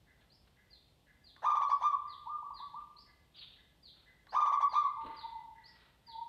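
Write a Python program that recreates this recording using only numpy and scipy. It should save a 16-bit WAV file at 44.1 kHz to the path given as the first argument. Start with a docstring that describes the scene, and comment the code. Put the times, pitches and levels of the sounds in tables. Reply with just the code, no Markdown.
"""A caged zebra dove gives two loud rolling coos on a walled porch. Each note swoops up in pitch,
shaped by the inflated throat, and echoes off the near walls. A second dove answers softly and a
third hoots far off. A small bird chirps in quick, buzzy slurs about twice a second, with faint
rasps and whistles behind it. Someone shifts beside the cage (cloth noise and a soft thump),
over a quiet outdoor rumble."""
import sys
import numpy as np
from scipy import signal
from scipy.fft import rfft, irfft, next_fast_len
from scipy.io import wavfile
from scipy.ndimage import map_coordinates

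SR = 44100
rng = np.random.default_rng(int(sys.argv[2]) if len(sys.argv) > 2 else 0)


def wrap_up_sound(samples):
    """Save the sound to the file named by the first command line argument, as 16-bit audio."""
    columns = np.atleast_2d(samples).T
    # keep every value between -1 and 1, then stretch to whole-number steps
    tamed = np.clip(columns, -1, 1)
    steps = np.round(tamed * 32767).astype(np.int16)
    wavfile.write(sys.argv[1], SR, steps)


N = 277168

# throat resonance: f/Hz, gain/dB
THROAT = [(470, -34), (620, -18.5), (800, -8.5), (950, 1.5), (1080, 1), (1220, -1), (1300, -3)]
def caged_dove():
    """Two loud calls, each led by a beak tick and a hoarse onset, with their porch echoes."""
    voice = coo_notes(rolling_calls(roll_notes=4), THROAT, depth=.6, jitter=.0068, rough_rad=.25,
                      jump_db=2.5, overtone_db=1, husk_db=-30)
    voice += hoarse_onsets(lead_s=.032, length_s=.046, gain_db=-13.5)
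    voice += beak_ticks()
    return voice + porch_echoes(voice)


# calls: t/s (end of first upsweep), time stretch, level/dB
CALLS = [(1.449, 1.0, -30.8), (4.350, 1.04, -30.3)]
# note kinds: length/s, upsweep/s, pitch lift/Hz, final sag/fraction, accent/dB
OPENING = (.078, .030, 10, .04, 1.2)
ROLLING = (.059, .018, 6, .12, 0)
CLOSING = (.106, .025, 46, .06, -.8)
AFTERNOTE = (.038, .0027, -12, .2, -2.4)
def rolling_calls(roll_notes):
    """Notes of the calls: opening swoop, a roll that slows and droops, long note, short afternote."""
    gap_s, slowing_s, afternote_gap_s = .053, .0011, .089
    top_hz, droop_hz_per_note, fade_db_per_note = 1223, 13, .1
    kinds = [OPENING] + [ROLLING] * roll_notes + [CLOSING, AFTERNOTE]
    gaps_s = [gap_s + slowing_s * k ** 3 for k in range(roll_notes + 1)] + [afternote_gap_s]
    beats_s = np.cumsum([0] + gaps_s)
    notes = []
    for call_s, stretch, call_db in CALLS:
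        for k, (length_s, upsweep_s, lift_hz, sag, accent_db) in enumerate(kinds):
            start_s = call_s + stretch * beats_s[k] - upsweep_s
            hz = top_hz - droop_hz_per_note * k + lift_hz
            db = call_db - fade_db_per_note * k + accent_db
            notes.append((start_s, length_s, hz, upsweep_s, sag, db))
    return notes


def hoarse_onsets(lead_s, length_s, gain_db):
    """Each call starts as hoarse noise before the tone takes hold."""
    effort = np.zeros(N)
    burst = gate(clock(length_s), length_s, attack_s=.013, release_s=.019)
    for call_s, _, call_db in CALLS:
        add(effort, call_s - lead_s, amp(call_db + gain_db) * burst)
    return effort * noise([(300, -25), (600, -6), (900, 4.5), (1250, -7.5), (1700, -5),
                           (2200, -29.5), (2800, -24.5), (4000, -40), (9000, -57.5)])


# coo overtones: harmonic number, relative level/dB
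OVERTONES = [(2, -24), (3, -25), (4, -37), (5, -32), (7, -49)]
# husky airflow spectrum: f/Hz, relative level/dB
HUSK = [(300, -25.5), (900, -3.5), (1700, 13.5), (2800, -13), (3600, 6), (5000, -16), (6300, 3),
        (7000, -20.5), (8700, -13.5), (9800, -30.5), (12000, -21.5), (15000, -37)]
def coo_notes(notes, throat, depth, jitter, rough_rad, jump_db, overtone_db, husk_db):
    """Each note swoops up and sags; the inflated throat favours the high part of the swoop."""
    jump_delay_s, jump_rise_s, jump_fade_s = .013, .002, .013
    voice, airflow = np.zeros((2, N))
    for start_s, length_s, top_hz, upsweep_s, sag, db in notes:
        t = clock(length_s)
        low = np.exp(-(t / upsweep_s) ** 3)  # 1 at the foot of the swoop, 0 at its top
        hz = top_hz * (1 - depth * low) * (1 - sag * (t / length_s) ** 4.6)
        phase = phase_of(hz * (1 + jitter * wobble(t, 450))) + rough_rad * low * wobble(t, 600)
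        effort = amp(db) * gate(t, length_s, attack_s=.0072, release_s=.01)
        is_afternote = upsweep_s < .006
        brightness = amp(overtone_db - 9.3 * low - 19 * (t / length_s) ** 5 - 8.8 * is_afternote)
        overtones = np.zeros(len(t))
        for k, harmonic_db in OVERTONES:
            gain = amp(harmonic_db - 3 * (k - .5) * low + 2.2 * wobble(t, 300))
            overtones += gain * np.sin(k * phase + .5 * wobble(t, 350))
        # just after the swoop the level dips, jumps and eases, as when a wall echo arrives
        since_s = t - upsweep_s - jump_delay_s
        dip = np.clip(1 + since_s / jump_delay_s, 0, 1) * np.clip(1 - since_s / jump_rise_s, 0, 1)
        jump = np.clip(since_s / jump_rise_s, 0, 1) * np.exp(-np.maximum(since_s, 0) / jump_fade_s)
        fundamental = amp(along(throat, hz) + jump_db * (jump - dip)) * np.sin(phase)
        add(voice, start_s, effort * (fundamental + brightness * overtones))
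        add(airflow, start_s, effort * brightness * (1 + 4 * low * (1 - low)))  # husky mid-swoop
    return voice + amp(husk_db) * airflow * noise(HUSK)


# beak ticks: t/s, level/dB
TICKS = [(1.364, -51), (4.269, -52)]
def beak_ticks():
    """A tick of the beak before each call, followed by a faint short tone."""
    tick_t60_s, hum_t60_s, hum_hz, hum_db = .022, .15, 1110, -9.5
    ticks, hum = np.zeros((2, N))
    t = clock(.05)
    tone = gate(t, .05, attack_s=.011, release_s=.01) * np.sin(2 * np.pi * hum_hz * t)
    for start_s, db in TICKS:
        add(ticks, start_s, amp(db - 60 * t / tick_t60_s))
        add(hum, start_s, amp(db + hum_db - 60 * t / hum_t60_s) * tone)
    return hum + ticks * noise([(300, -12), (600, -8.5), (1750, 2.5), (2400, -19), (4000, -14),
                                (7000, -32), (14000, -47)])


# near-wall reflections: delay/s, gain/dB
WALLS = [(.015, -3), (.0159, -3), (.0239, -7), (.0326, -9), (.0335, -7.5), (.0414, -7), (.0978, -11),
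         (.1126, -11.5)]
# colour of the diffuse porch echo: f/Hz, gain/dB
BOOM = [(500, -6.5), (780, -10.5), (900, 0), (1080, -3), (1220, -0.5), (1600, -8.5), (2400, -7.5),
        (3600, -2.5), (6000, -22.5)]
def porch_echoes(voice):
    """The coo's fundamental bounces off the near walls; its overtones mostly beam straight out."""
    spread = coloured(voice, [(550, -16), (750, -8.5), (900, 1), (1250, 1), (1450, -12),
                              (2400, -13.5), (6000, -11.5)])
    echoes = np.zeros(N)
    for delay_s, db in WALLS:
        add(echoes, delay_s, amp(db) * spread)
    return echoes + amp(-5) * reverb(coloured(voice, BOOM), build_s=.055)


# answering notes: t/s, length/s, top f/Hz, level/dB
ANSWER = [(2.254, 0.14, 1210, -41.5), (2.413, 0.065, 1172, -45.5), (2.491, .048, 1154, -45),
          (2.585, 0.0684, 1152, -44.5), (2.730, 0.078, 1205, -44.5)]
def answering_dove():
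    """A softer, purer phrase from farther along the porch; longer notes lift more slowly."""
    throat = [(850, -20.5), (930, 7.5), (1030, -.5), (1120, 2), (1200, 5)]  # f/Hz, gain/dB
    base_upsweep_s, upsweep_per_length, sag = .0187, .12, .036
    notes = [(start_s, length_s, hz, base_upsweep_s + upsweep_per_length * length_s, sag, db)
             for start_s, length_s, hz, db in ANSWER]
    voice = coo_notes(notes, throat, depth=.27, jitter=.0055, rough_rad=.055,
                      jump_db=0, overtone_db=-26, husk_db=-61)
    far_wall = np.zeros(N)
    add(far_wall, .034, amp(-9.5) * voice)
    return amp(-1.5) * voice + far_wall + amp(-8) * reverb(voice, build_s=.0032)


# far dove's hoots, far whistles: t/s, length/s, f/Hz, glide/fraction, level/dB
HOOTS = [(4.955, 0.088, 909.3, 0.0108, -44.5), (5.225, 0.042, 905, 0.016, -39.5),
         (5.32, 0.0775, 904.5, -0.024, -49.5), (6.07, 0.084, 916, 0.018, -54),
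         (6.14, 0.19, 935, 0.011, -46.5)]
WHISTLES = [(4.42, 0.31, 2020, 0.048, -67), (4.74, 0.19, 2130, -0.035, -67.5),
            (5.05, 0.326, 2030, -.01, -72.5), (5.56, 0.25, 1985, -0.0382, -71.5)]
def far_birds():
    """A third dove's hoots and some faint whistles, half lost in their echo."""
    hoots = glides(HOOTS, waver=.025, roll_db=6, roll_hz=30.4)
    whistles = glides(WHISTLES, waver=.0089, roll_db=5.5, roll_hz=18)
    voice = hoots + whistles
    return amp(2.5) * voice + amp(.5) * reverb(voice, build_s=.026)


def glides(notes, waver, roll_db, roll_hz):
    """Slowly gliding tones; the long ones roll in loudness."""
    voice = np.zeros(N)
    for start_s, length_s, first_hz, glide, db in notes:
        t = clock(length_s)
        hz = first_hz * (1 + glide * t / length_s + waver * wobble(t, 61))
        tremolo_db = -roll_db * np.cos(2 * np.pi * roll_hz * t) * (length_s > .1)
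        effort = amp(db + tremolo_db) * gate(t, length_s, attack_s=.026, release_s=.0067)
        add(voice, start_s, effort * np.sin(phase_of(hz)))
    return voice


# chirp onsets: t/s
CHIRP_TIMES_S = [0.292, .697, 1.232, 1.671, 2.07, 2.533, 2.957, 3.357, 3.822, 4.28, 4.685, 5.156, 5.629,
                 6.059]
# slurs: length/s, first f/Hz, last f/Hz, bend exponent, added jitter/fraction, level/dB
RISING = (.06, 3720, 5540, .85, .003, -58.5)
FALLING = (.075, 4900, 3230, 1.35, .026, -56)
def chirping_bird():
    """Buzzy slurs, one up then two down, growing to full voice; the falling ones turn hoarse."""
    warm_up_s, warm_up_db = 2.9, 8
    corner_hz, rolloff_db_per_octave = 3760, 7.5
    voice = np.zeros(N)
    for start_s, slur in zip(CHIRP_TIMES_S, [RISING, FALLING, FALLING] * len(CHIRP_TIMES_S)):
        length_s, first_hz, last_hz, bend, added_jitter, db = slur
        t = clock(length_s)
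        hz = (first_hz + (last_hz - first_hz) * (t / length_s) ** bend) * (1 + .005 * wobble(t, 40))
        jitter = .0078 + added_jitter * t / length_s
        phase = phase_of(hz * (1 + jitter * wobble(t, 700)))
        reediness = amp(-32) * np.clip((4300 - hz) / 300, 0, 1)
        tone = np.sin(phase) + reediness * np.sin(3 * phase)
        effort = amp(db - warm_up_db * max(1 - start_s / warm_up_s, 0) + 2 * wobble(t, 150))
        rolloff = amp(-rolloff_db_per_octave * np.maximum(np.log2(hz / corner_hz), 0))
        add(voice, start_s, effort * rolloff * gate(t, length_s, attack_s=.016, release_s=.0052) * tone)
    # nearby surfaces smear each slur before the long echo takes over
    t = clock(.125)
    scatter = rng.standard_normal(len(t)) * amp(-60 * t / .055)
    smear = signal.fftconvolve(voice, scatter / np.linalg.norm(scatter))[:N]
    return amp(-6) * voice + amp(.5) * smear + amp(3) * reverb(voice, build_s=.0082)


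# rasp loudness curve: t/s, level/dB
RASP_LEVEL = [(0, -72.5), (3.55, -73.5), (4.05, -69), (5.55, -69.5), (6.1, -75.5)]
def rasping_bird():
    """A distant hoarse note of band noise, repeated twice a second."""
    first_s, period_s = .06, .499
    effort = np.zeros(N)
    burst = gate(clock(.066), .072, attack_s=.013, release_s=.048)
    for start_s in np.arange(first_s, N / SR, period_s):
        db = np.interp(start_s, *np.transpose(RASP_LEVEL))
        add(effort, start_s, amp(db) * burst)
    voice = effort * noise([(600, -58.5), (1450, -13.5), (1680, -1), (1850, -7), (2030, 2),
                            (2250, -20), (2800, -33.5), (5000, -66)])
    return amp(-1) * voice + amp(3.5) * reverb(voice, build_s=.012)


# cloth rustles, thump, hissy rasp: t/s, swell/s, t60/s, level/dB
RUSTLES = [(.206, 0.019, 0.14, -71), (.44, 0.039, .25, -76), (2.76, .05, 0.34, -77), (3.334, .09, .6, -72),
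           (3.93, 0.054, .4, -73), (5.008, 0.061, 0.32, -60.5), (5.108, 0.046, 1, -65),
           (5.6, 0.27, .4, -68)]
THUMP = (5.008, .045, .33, -50.5)
HISSY_RASP = (3.334, .075, .66, -56.5)
# cloth and thump spectra: f/Hz, relative level/dB
CLOTH_SPECTRUM = [(200, -5), (700, -5.5), (1400, 5), (2000, -1), (3000, 0), (4200, 0), (5500, -44),
                  (9000, -26), (15000, -52)]
THUMP_SPECTRUM = [(80, 3), (180, -8), (270, 9), (400, 3.5), (600, 2.5), (1200, -43.5)]
def shuffling_and_rasp():
    """Clothes rustle and someone gets up with a soft thump; separately, a brief hissy rasp."""
    rub = sum(stroke(*rustle, curve=.5) for rustle in RUSTLES) * noise(CLOTH_SPECTRUM)
    # near 3.5 kHz, perhaps a bird's harsh chirp
    rasp = stroke(*HISSY_RASP, curve=.75) * noise([(1500, -31.5), (2400, -9.5), (2900, -1), (3700, 6),
                                                   (4400, -8), (5500, -47.5)])
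    flicker = amp(3.2 * wobble(np.arange(N) / SR, 90))
    thump = stroke(*THUMP, curve=3.3) * noise(THUMP_SPECTRUM)
    sound = flicker * (rub + rasp) + thump
    return sound + amp(-7.5) * reverb(sound, build_s=.011)


def stroke(start_s, swell_s, t60_s, db, curve):
    """Envelope that swells and dies away."""
    t = np.arange(N) / SR - start_s
    return amp(db - 60 * np.maximum(t - swell_s, 0) / t60_s) * np.clip(t / swell_s, 0, 1) ** curve


# outdoor noise spectrum: f/Hz, relative level/dB
AIR = [(20, -26.5), (30, -22.5), (42, -4), (60, 0), (100, -8.5), (130, -6), (220, -12.5), (400, -17.5),
       (800, -19.5), (1600, -30), (3500, -24.5), (6300, -36.5), (9000, -35.5), (10200, -41.5),
       (12000, -33.5), (15000, -49)]
def outdoors():
    """Quiet hiss over a rumble that swells and sinks."""
    air = amp(-69) * noise(AIR)
    rumble = filtered(air, lambda hz: 1 / (1 + (hz / 180) ** 4))
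    hiss = air - rumble
    return hiss + amp(.66 * wobble(np.arange(N) / SR, 5.8)) * rumble


# porch decay: f/Hz, t60/s
PORCH_T60 = [(200, 0.23), (1000, 0.92), (2200, 0.71), (4000, 0.6), (7000, 0.28), (14000, 0.71)]
def reverb(x, build_s):
    """Diffuse porch echo: it builds up, then each frequency dies at its own rate."""
    hz, t, spectrum = signal.stft(rng.standard_normal(SR), SR, nperseg=256)
    decay = amp(-60 * t / along(PORCH_T60, hz)[:, None])
    build = 1 - np.exp(-t / build_s)
    _, tail = signal.istft(spectrum * decay * build, SR, nperseg=256)
    return signal.fftconvolve(x, tail / np.linalg.norm(tail))[:N]


def amp(db):
    return 10 ** (np.asarray(db) / 20)


def along(points, hz):
    """Interpolate (f/Hz, value) points on a log frequency axis."""
    knots_hz, values = np.transpose(points)
    return np.interp(np.log(hz + 1), np.log(knots_hz + 1), values)


def clock(length_s):
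    return np.arange(int(length_s * SR)) / SR


def add(track, start_s, x):
    part = track[max(round(start_s * SR), 0):][:len(x)]
    part += x[:len(part)]


def wobble(t, knots_per_s):
    """Smooth random curve."""
    return map_coordinates(rng.standard_normal(2048), [t * knots_per_s], mode="wrap")


def filtered(x, response):
    """Apply a gain given as a function of f/Hz."""
    size = next_fast_len(len(x) + 8192)
    return irfft(rfft(x, size) * response(np.fft.rfftfreq(size, 1 / SR)), size)[:len(x)]


def coloured(x, points):
    """Filter by (f/Hz, gain/dB) points."""
    return filtered(x, lambda hz: amp(along(points, hz)))


def noise(spectrum):
    """Noise of rms 1, shaped by (f/Hz, relative level/dB) points."""
    x = coloured(rng.standard_normal(N), spectrum)
    return x / np.sqrt(np.mean(x ** 2) + 1e-20)


def gate(t, length_s, attack_s, release_s):
    """Sine-squared fade in and out."""
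    rise = np.sin(np.pi / 2 * np.clip(t / attack_s, 0, 1)) ** 2
    fall = np.sin(np.pi / 2 * np.clip((length_s - t) / release_s, 0, 1)) ** 2
    return rise * fall


def phase_of(hz):
    return 2 * np.pi * np.cumsum(hz) / SR


def scene():
    """Mono mix of birds, movement and outdoor noise."""
    birds = caged_dove() + answering_dove() + far_birds() + chirping_bird() + rasping_bird()
    return (birds + shuffling_and_rasp() + outdoors())[None]


def record(dry):
    """Brick-wall low-pass."""
    cutoff_hz = 15700
    return filtered(dry[0], lambda hz: hz < cutoff_hz)[None]


dry = scene()
out = record(dry)
wrap_up_sound(out)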